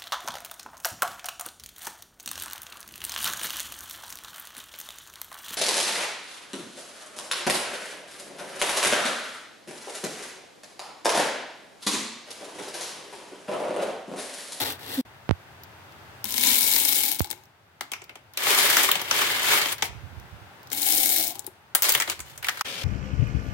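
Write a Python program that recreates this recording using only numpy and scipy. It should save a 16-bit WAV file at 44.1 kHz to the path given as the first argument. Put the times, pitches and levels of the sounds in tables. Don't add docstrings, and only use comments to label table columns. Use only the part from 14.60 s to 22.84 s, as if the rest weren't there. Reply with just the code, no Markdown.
import sys
import numpy as np
from scipy import signal
from scipy.io import wavfile
from scipy.ndimage import uniform_filter1d

SR = 44100
rng = np.random.default_rng(int(sys.argv[2]) if len(sys.argv) > 2 else 0)


def materialize(psi):
    bounded = np.clip(np.atleast_2d(psi).T, -1, 1)
    quanta = np.round(bounded * 32767).astype(np.int16)
    wavfile.write(sys.argv[1], SR, quanta)


N = 363384
TIME = np.arange(N) / SR
BAND_EDGES_HZ = np.geomspace(28, 19000, 25)


# start in seconds, rise in seconds, hold in seconds, fall in seconds, level in dB,
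# treble compared with the body in dB.
RAKE_STROKES = [(3.738, 0.0032, .03, .02, -54, -10), (3.775, 0.13, .33, .11, -23, -1),
                (4.289, 0.0054, .075, 0.15, -32.5, -6), (4.45, .12, 0.068, 0.37, -25.5, -4),
                (4.76, .16, 0.034, 0.14, -22, -2.5), (4.98, 0.041, 0.11, .03, -32.5, -2),
                (5.15, 0.011, 0.048, 0.047, -45.5, -11), (5.222, 0.0026, 0.0051, 0.073, -36.5, 3),
                (7.152, 0.0058, 0.021, 0.043, -46.5, -10), (7.222, .005, .05, 0.19, -29.5, 3),
                (7.47, 0.0058, 0.043, 0.067, -38.5, -2), (7.64, 0.024, 0.011, 0.17, -50.5, 0),
                (7.82, 0.013, 0.27, 0.022, -45.5, -2.5)]
LENTIL_SWEEPS = [(0.0, 0.00067, 0.098, 0.071, -26.5, -0.5), (.19, 0.15, 0.078, 0.023, -35, -0.5)]
STIR_STROKES = [(8.049, 0.0054, .2, .05, -38, -4.5)]
# start, rise, hold and fall in seconds, clatter level in dB,
# treble level in dB, hollow level in dB, first rush in dB, neck tone in Hz, depth tone in Hz.
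JAR_POURS = [(1.659, 0.22, 0.49, 0.28, -29.5, -23, -41.5, 4.5, 233, 1040),
             (6.113, .17, 0.26, .22, -31, -23, -38, 0.5, 282, 824)]
# time in seconds, level in dB, tilt towards the treble in dB per octave (above 1 kHz).
TRAY_DROPS = [(0.1016, -19, -1), (.121, -19, 9), (.342, -16, 19), (3.2085, -12.5, -3.5), (3.3172, -14.5, 0),
              (3.3343, -15, -2.5), (3.4177, -28, -7), (3.494, -26.5, -5), (3.555, -26.5, -4.5),
              (3.7729, -9.5, 2), (3.8345, -14, 3), (3.8679, -7.5, -1.5), (3.9864, -3.5, -3.5),
              (4.1681, 0, -1), (4.2323, -3, 7), (4.2886, -4, -3), (4.3144, 3, 0), (4.3543, -8, -3),
              (4.415, -12.5, -0.5), (4.511, -3, -2), (4.5635, -13, 5), (4.6174, -10, -10), (4.831, -14, 2),
              (4.9033, -20, 5), (4.955, -37, -7), (5.057, -9.5, -2), (5.125, -11.5, 4), (5.2225, -4, -2),
              (7.1494, 2.5, 2.5), (7.1539, -1.5, 10), (7.2211, 0, 2.5), (7.231, -2.5, 7), (7.269, -16, -2),
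              (7.292, 0, 3.5), (7.3003, -6, 2), (7.321, -1.5, 6.5), (7.3492, 0, -0.5), (7.4, -4.5, 1),
              (7.476, -15.5, -6.5), (7.4979, -8, 1), (7.592, -22.5, -3), (7.6025, -17.5, 2),
              (7.7766, -23.5, 2)]
JAR_LANDINGS = [(1.6424, -9.5, -1.5), (1.654, -14, -2), (1.7411, -9.5, -2), (1.7798, -4.5, -1),
                (1.8356, -3, -2), (1.9561, -6.5, -0.5), (2.1357, -4.5, 1), (2.1622, -3, -0.5),
                (2.412, -11.5, 0), (2.516, -5, 1.5), (2.5945, -8, 2.5), (2.6158, -10, 7),
                (2.6444, -16.5, -0.5), (2.7026, -14.5, -2), (2.7113, -9.5, -1.5), (2.728, -21.5, -4.5),
                (6.117, -15, -4), (6.1299, -6.5, 2), (6.2288, -8.5, 1), (6.6778, -8, 11), (6.793, -13.5, 6),
                (6.844, -28.5, -4.5), (6.8654, -16, 5), (6.873, -25, -8.5)]
# time in seconds, level in dB, ring in Hz.
RIM_KNOCKS = [(7.409, -12, 1870), (7.418, -21, 1750), (7.4207, -9.5, 2020), (7.827, -21, 1390),
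              (7.844, -14.5, 2180), (7.867, -16, 1290), (7.8845, -7.5, 1620), (7.892, -10.5, 1800),
              (7.9717, -24, 1510), (7.993, -25, 1600), (8.0093, -9, 1090)]
# time in seconds, level in dB.
HAND_TICKS = [(1.035, -33.5), (1.3227, -47), (2.777, -50), (2.8364, -46), (2.855, -49), (3.441, -37),
              (3.736, -37), (5.183, -33), (5.5983, -43), (6.031, -41), (6.072, -39), (6.102, -34)]
# time in seconds, level in dB.
PORT_BUMPS = [(0.6923, 1), (.7101, 5.5), (2.6058, 1.5)]
# start in seconds, level in dB.
CLOTH_RUBS = [(5.28, -42), (5.34, -38), (5.428, -40.5), (5.51, -48), (5.563, -43.5), (5.62, -52),
              (5.714, -45), (5.81, -54), (7.476, -49), (7.59, -46), (7.7, -52), (7.788, -51)]
# time in seconds, level in dB.
ROOM_LOUDNESS = [(0, -47), (.6, -52), (1.6, -48.5), (2.4, -53.5), (2.95, -60), (3.6, -58.5), (4.5, -51),
                 (6.3, -50.5), (7.0, -57), (8.24, -52)]
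# start in seconds, end in seconds.
LEVEL_DIPS = [(0.412, 0.451), (8.021, 8.047)]

# frequency in Hz, density level in dB.
TRAY_SPECTRUM = [(71, -53), (120, -23), (239, -13.5), (331, -8.5), (431, -13.5), (585, -3.5), (648, -12),
                 (747, -3.5), (1290, -2.5), (1900, -3), (2190, -1), (2630, -4), (3030, -2), (15400, -6.5)]
LENTIL_SPECTRUM = [(71, -9), (120, 1), (184, -12), (265, 4.5), (611, 0), (1020, 1), (1530, -1),
                   (1830, -2.5), (3440, -1.5), (6330, -13.5), (15500, -14)]
STIR_SPECTRUM = [(71, -31), (120, -8), (163, -10), (586, -5.5), (812, -9), (1190, -11), (3660, 1),
                 (4760, -2.5), (15500, -14)]
JAR_SPECTRUM = [(71, -40), (120, -21), (212, -11), (254, -9), (431, -4.5), (609, -17), (861, -11),
                (1220, -10), (1620, -12.5), (1940, -7), (2150, -5), (2680, -6.5), (3640, -3), (6560, -6),
                (15400, 0)]
TICK_SPECTRUM = [(1000, -37), (3000, -12), (5000, 2.5), (8000, -14), (15500, -1)]
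RUB_SPECTRUM = [(18, -50), (30, -29.5), (58, -5.5), (87, -1), (127, -10.5), (247, -26), (300, -42),
                (390, -59), (660, -120)]
ROOM_SPECTRUM = [(18, -60), (30, -39.5), (102, 0.5), (177, -12.5), (270, -14), (324, -18.5), (399, -9.5),
                 (467, -17), (808, -10.5), (1020, -16), (1440, -14), (1910, -18.5), (2830, -22.5),
                 (7860, -36.5), (15500, -36.5)]
# frequency in Hz, width in Hz, level in dB.
TRAY_RESONANCES = [(380, 120, 1), (578, 77, -4), (950, 12, -8.5), (1157, 40, -12), (1430, 34, -16),
                   (1300, 45, -7), (1480, 61, -23), (2160, 250, -3), (3060, 51, -3.5)]
JAR_RESONANCES = [(1630, 91, -8.5), (3730, 520, -4.5), (5360, 250, -12)]
# frequency in Hz, likeness from -1 to 1.
PORT_LIKENESS = [(100, 0.85), (300, 0.7), (640, 0.46), (1400, 0.15), (3000, -0.15), (7000, 0), (15000, 0)]
# frequency in Hz, left minus right in dB.
TRAY_BALANCE = [(200, -0.5), (700, 5.5), (1300, -1.5), (2400, 2), (5000, 4), (15000, 2)]
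JAR_BALANCE = [(60, 3.5), (110, 3.5), (200, 1.0), (380, 0.5), (700, 4.7), (1290, 1.9), (2380, 1.6),
               (4400, 8), (8120, 10.6), (15000, 6.6)]
ROOM_BALANCE = [(100, 1), (1000, 1.8), (10000, 1)]
RUB_BALANCE = [(60, -24), (250, -19)]

SWELL_DB, TREBLE_FOLLOWS = 13, 1.2
LENTIL_SAG_DB_PER_S, RAKE_SAG_DB_PER_S = 63, 1.5
STROKE_FALL_CURVE = 1.44
POUR_SAG_DB_PER_S, RUSH_S, RUSH_BOOM = 3.5, 0.068, 1.7
NECK_OCTAVES_PER_S, DEPTH_OCTAVES_PER_S, UNCOVER_S = .45, -0.36, 0.17
OPEN_NECK_HZ, OPEN_DEPTH_HZ = 372, 870
CROSS_HZ, CROSS_WAVER_HZ = 2180, 22
EMPTIED_S, BOOM_HZ, BOOM_WIDTH_HZ, BOOM_DB = 7.0, 524, 71, 2
RUB_RISE_S, RUB_HOLD_S, RUB_FALL_S = 0.0058, 0.014, 0.094
CUTOFF_HZ = 15900


def raked_beans():
    body, treble = strokes(RAKE_STROKES, RAKE_SAG_DB_PER_S)
    voices = impacts(TRAY_SPECTRUM, TRAY_BALANCE, crack_t60=0.0049, tail_db=-5.5, tail_t60=0.16,
                     room_db=-11.5, count=12, patchy_db=3)
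    collisions_per_s = 200 + 700 * body / body.max()
    stream = rattle(voices, collisions_per_s, spread_db=4.5, clump_db=4.5)
    return from_db(-1) * press(tray_ring(stream, ring_db=-2.5), body, treble, split_hz=4030)


def tray_hits():
    times, levels_db, tilt = np.transpose(TRAY_DROPS)
    hits = impacts(TRAY_SPECTRUM, TRAY_BALANCE, crack_t60=0.024, tail_db=-12.5, tail_t60=0.14,
                   room_db=-20.5, count=len(times), tilt_db=tilt[:, None, None], patchy_db=5)
    return from_db(8.5) * tray_ring(place(times, levels_db, hits), ring_db=0.5)


def rim_hits():
    times, levels_db, ring_hz = np.transpose(RIM_KNOCKS)
    hits = impacts(TRAY_SPECTRUM, TRAY_BALANCE, crack_t60=0.025, tail_db=-9.5, tail_t60=0.092,
                   room_db=-24.5, count=len(times), patchy_db=1.6)
    ringing = [hit + from_db(14.5) * resonate(hit, hz, width_hz=460) for hit, hz in zip(hits, ring_hz)]
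    return from_db(6) * place(times, levels_db, ringing)


def tray_ring(x, ring_db):
    boom = from_db(BOOM_DB) * resonate(x * (TIME > EMPTIED_S), BOOM_HZ, BOOM_WIDTH_HZ)
    ring = sum(from_db(db) * resonate(x, hz, width) for hz, width, db in TRAY_RESONANCES)
    return x + boom + from_db(ring_db) * ring


def jar_stream():
    clatter, treble, hollow = handfuls()
    voices = impacts(JAR_SPECTRUM, JAR_BALANCE, crack_t60=0.0018, tail_db=-14.5, tail_t60=0.022,
                     room_db=-24, count=12, patchy_db=3, rise_s=0.00014)
    collisions_per_s = 150 + 750 * treble / treble.max()
    clacks, air = jar_air(rattle(voices, collisions_per_s, spread_db=3.5, clump_db=3))
    dry_clatter = press(cut(clacks, 310, "high", order=1), clatter, treble, split_hz=7800)
    return from_db(0.5) * dry_clatter + from_db(-2) * hollow * rms_one(air)


def jar_hits():
    times, levels_db, tilt = np.transpose(JAR_LANDINGS)
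    hits = impacts(JAR_SPECTRUM, JAR_BALANCE, crack_t60=0.0089, tail_db=-13.5, tail_t60=.05,
                   room_db=-29, count=len(times), tilt_db=tilt[:, None, None], patchy_db=3.5)
    left_right_gain = from_db([[7], [2]])
    clacks, air = jar_air(left_right_gain * place(times, levels_db, hits))
    return clacks + from_db(7.5) * air


def jar_air(x):
    neck_hz, depth_hz = jar_tones()
    cross_hz = CROSS_HZ + CROSS_WAVER_HZ * drift(15)
    upper = sum(from_db(db) * resonate(x, hz, width) for hz, width, db in JAR_RESONANCES)
    clacks = x + from_db(5.5) * glide(x, cross_hz, width_hz=120) + upper
    opening = np.log2(neck_hz / 280)
    neck = from_db(3 - 10.5 * opening) * glide(x, neck_hz, width_hz=41)
    lingering = from_db(-9) * resonate(x, 835, width_hz=7)
    depth_gain = from_db(4 + 20 * np.minimum(opening, .15))
    depth = depth_gain * (glide(x, depth_hz, width_hz=77) + lingering)
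    return clacks, cut(neck + depth, 1500, "low", order=3)


def jar_tones():
    open_hz = np.array([[OPEN_NECK_HZ], [OPEN_DEPTH_HZ]])
    tones = open_hz * np.ones(N)
    for start, rise, hold, fall, *_, neck_hz, depth_hz in JAR_POURS:
        t = TIME - start
        until_open = rise + hold + fall - UNCOVER_S / 2 - t
        covered = np.clip(np.minimum(t, until_open) / UNCOVER_S + 1, 0, 1)
        neck = neck_hz * 2 ** (NECK_OCTAVES_PER_S * t)
        depth = depth_hz * 2 ** (DEPTH_OCTAVES_PER_S * t)
        tones = tones + covered * (np.array([neck, depth]) - open_hz)
    return tones


def handfuls():
    gains = 0
    for start, rise, hold, fall, clatter_db, treble_db, hollow_db, rush_db, _, _ in JAR_POURS:
        flow = movement(start, rise, hold, fall, POUR_SAG_DB_PER_S, curve=2.15)
        rush = rush_db * np.exp(-((TIME - start - rise) / RUSH_S) ** 2)
        clatter = from_db(clatter_db + rush) * flow ** 0.96
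        treble = from_db(treble_db) * flow ** TREBLE_FOLLOWS
        hollow = from_db(hollow_db + RUSH_BOOM * rush) * flow ** 0.42
        gains = gains + np.array([clatter, treble, hollow])
    return gains


def lentils():
    voices = impacts(LENTIL_SPECTRUM, TRAY_BALANCE, crack_t60=0.0046, tail_db=-24, tail_t60=0.037,
                     room_db=-45, count=4, patchy_db=1.5)
    stream = rattle(voices, per_s=3500, spread_db=2, clump_db=2)
    body, treble = strokes(LENTIL_SWEEPS, LENTIL_SAG_DB_PER_S)
    return from_db(-3) * press(stream, body, treble, split_hz=6000)


def stirred_seeds():
    voices = impacts(STIR_SPECTRUM, JAR_BALANCE, crack_t60=0.0056, tail_db=-4, tail_t60=0.049,
                     room_db=-25, count=3, patchy_db=1)
    stream = rattle(voices, per_s=810, spread_db=2, clump_db=5)
    body, treble = strokes(STIR_STROKES)
    return press(stream, body, treble, split_hz=2930)


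def ticks():
    times, levels_db = np.transpose(HAND_TICKS)
    hits = impacts(TICK_SPECTRUM, ROOM_BALANCE, crack_t60=0.0034, tail_db=-17, tail_t60=0.048,
                   room_db=-45, count=len(times), patchy_db=0)
    return from_db(14.5) * place(times, levels_db, hits)


def hoot(start=0.369, end=0.419, from_hz=285, to_hz=236, level_db=-18, octave_db=-18):
    along = np.clip((TIME - start) / (end - start), 0, 1)
    phase = 2 * np.pi * np.cumsum(from_hz + (to_hz - from_hz) * along) / SR
    tone = np.sin(phase) + from_db(octave_db) * np.sin(2 * phase)
    return from_db(level_db) * np.sin(np.pi * along) ** 2 * tone


def bumps(spike_s=0.00097, swing_hz=84, swing_t60=0.059, swing_db=-8):
    t = np.arange(SR // 8) / SR
    swing = from_db(swing_db - 60 * t / swing_t60) * np.sin(2 * np.pi * swing_hz * t + 1)
    pulse = cut(0.95 * np.exp(-t / spike_s) - swing, 3500, "low")
    right_only = pulse * np.array([[0], [1]])
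    times, levels_db = np.transpose(PORT_BUMPS)
    return cut(place(times, levels_db, [right_only] * len(times)), 54, "high", order=3)


def cloth_rubs():
    flicker = from_db(drift(25))[None]
    noise = rms_one(paint(flicker, RUB_SPECTRUM, RUB_BALANCE)[0])
    gain = sum(from_db(db) * movement(s, RUB_RISE_S, RUB_HOLD_S, RUB_FALL_S) for s, db in CLOTH_RUBS)
    return gain * noise


def background():
    level = from_db(np.interp(TIME, *np.transpose(ROOM_LOUDNESS)))
    room_noise = level * rms_one(paint(np.ones((1, N)), ROOM_SPECTRUM, ROOM_BALANCE)[0])
    return cut(room_noise + cloth_rubs(), 56, "high", order=4)


def movement(start, rise, hold, fall, sag_db_per_s=0, curve=1):
    t = TIME - start
    swell_db = SWELL_DB * np.clip(t / max(rise, 1e-4) - 1, -1, 0)
    ease_db = sag_db_per_s * np.clip(t - rise, 0, abs(hold))
    fall_db = 20 * (np.maximum(t - rise - hold, 0) / max(fall, 1e-4)) ** curve
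    return (t >= 0) * from_db(np.maximum(swell_db - ease_db - fall_db, -200))


def strokes(rows, sag_db_per_s=0):
    body_power = treble_power = 0
    for *timing, db, bright_db in rows:
        speed = movement(*timing, sag_db_per_s, STROKE_FALL_CURVE)
        body_power = body_power + (from_db(db) * speed) ** 2
        treble_power = treble_power + (from_db(db + bright_db) * speed ** TREBLE_FOLLOWS) ** 2
    return np.sqrt([body_power, treble_power])


def impacts(colour, side, crack_t60, tail_db, tail_t60, room_db, count=8, tilt_db=0, patchy_db=10.0,
            room_t60=0.43, treble_t60=0.28, rise_s=0.00019):
    t = np.arange(SR // 5) / SR
    parts = [(0, crack_t60), (tail_db, tail_t60), (room_db, room_t60)]
    decay = np.sqrt(sum(from_db(db - 60 * t / t60) ** 2 for db, t60 in parts))
    shape = decay * (1 - np.exp(-t / rise_s))
    out = paint(np.tile(shape, (count, 1)), colour, side, patchy_db, tilt_db)
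    dull = cut(out, 4400, "low", order=1)
    out = dull + (out - dull) * np.exp(-np.log(1000) * t / treble_t60)
    energy = np.sum(out.mean(1) ** 2, axis=1)
    return out / np.sqrt(energy)[:, None, None]


def rattle(voices, per_s, spread_db, clump_db):
    born = rng.random(N) < per_s * from_db(clump_db * drift(70)) / SR
    strength = from_db(spread_db * np.minimum(rng.exponential(1, N), 4))
    sizes = born * strength * rng.choice([-1, 1], N)
    sizes = sizes / np.sqrt(np.abs(uniform_filter1d(sizes ** 2, size=2200)) + 1e-4)
    dealt = rng.integers(0, len(voices), N)
    out = 0
    for k, voice in enumerate(voices):
        out = out + signal.oaconvolve((sizes * (dealt == k))[None], voice, axes=1)[:, :N]
    return out


def press(x, body, treble, split_hz):
    dull = rms_one(cut(x, split_hz, "low", order=3))
    sharp = rms_one(cut(x, split_hz, "high", order=3))
    return body * dull + treble * sharp


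def paint(shape, colour, side, patchy_db=0, tilt_db=0):
    white = rng.standard_normal((2, 2, len(shape), 1, shape.shape[1])) * shape[:, None]
    out, sign = 0, np.array([[1], [-1]])
    for k, edges in enumerate(zip(BAND_EDGES_HZ, BAND_EDGES_HZ[1:])):
        hz = np.sqrt(np.prod(edges))
        if hz > colour[-1][0] * 2:
            break
        mid, apart = white[k % 2]
        alike = np.clip(at_hz(PORT_LIKENESS, hz), -.9, .98)
        width = np.sqrt((1 - alike) / (1 + alike))
        band = cut(mid + width * apart * sign, edges, "band")
        own_db = patchy_db * rng.standard_normal((len(shape), 1, 1)) + tilt_db * np.log2(max(hz, 1000) / 4000)
        out = out + band * from_db(at_hz(colour, hz) + own_db + sign * at_hz(side, hz) / 2)
    return out


def place(times, levels_db, sounds):
    out = np.zeros((2, N + SR))
    for s, db, sound in zip(times, levels_db, sounds):
        first = int(s * SR)
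        out[:, first:first + sound.shape[1]] += from_db(db) * sound
    return out[:, :N]


def resonate(x, hz, width_hz):
    r = np.exp(-np.pi * width_hz / SR)
    feed = np.array([1, 0, -1]) * (1 - r * r) / 2
    return signal.lfilter(feed, [1, -2 * r * np.cos(2 * np.pi * hz / SR), r * r], x + 1e-18)


def glide(x, hz, width_hz):
    r = np.exp(-np.pi * width_hz / SR)
    turn = np.exp(2j * np.pi * np.cumsum(hz) / SR)
    smooth = signal.lfilter([1 - r], [1, -r], x / turn + 1e-18)
    return 2 * (smooth * turn).real


def drift(per_s):
    return np.interp(TIME * per_s, np.arange(2000), rng.standard_normal(2000))


def cut(x, hz, kind, order=2):
    return signal.sosfilt(signal.butter(order, hz, kind, fs=SR, output="sos"), x + 1e-18)


def from_db(db):
    return 10 ** (np.asarray(db) / 20)


def rms_one(x):
    return x / np.sqrt(np.mean(np.atleast_2d(x).mean(0) ** 2) + 1e-20)


def at_hz(points, hz):
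    table_hz, values = np.array(points).T
    return np.interp(np.log(hz), np.log(table_hz), values)


def scene():
    tray = raked_beans() + tray_hits() + rim_hits() + lentils() + stirred_seeds()
    jar = jar_stream() + jar_hits()
    return tray + jar + ticks() + hoot() + bumps() + background()


def record(dry):
    live = np.ones(N)
    for start, end in LEVEL_DIPS:
        live[(TIME > start) & (TIME < end)] = from_db(-28)
    dipped = dry * uniform_filter1d(live, size=160)
    rounded = 1.303 * np.tanh(dipped / 1.267)
    top_cut = signal.ellip(10, .2, 80, CUTOFF_HZ, fs=SR, output="sos")
    return signal.sosfilt(top_cut, rounded)


dry = scene()
out = record(dry)
materialize(out)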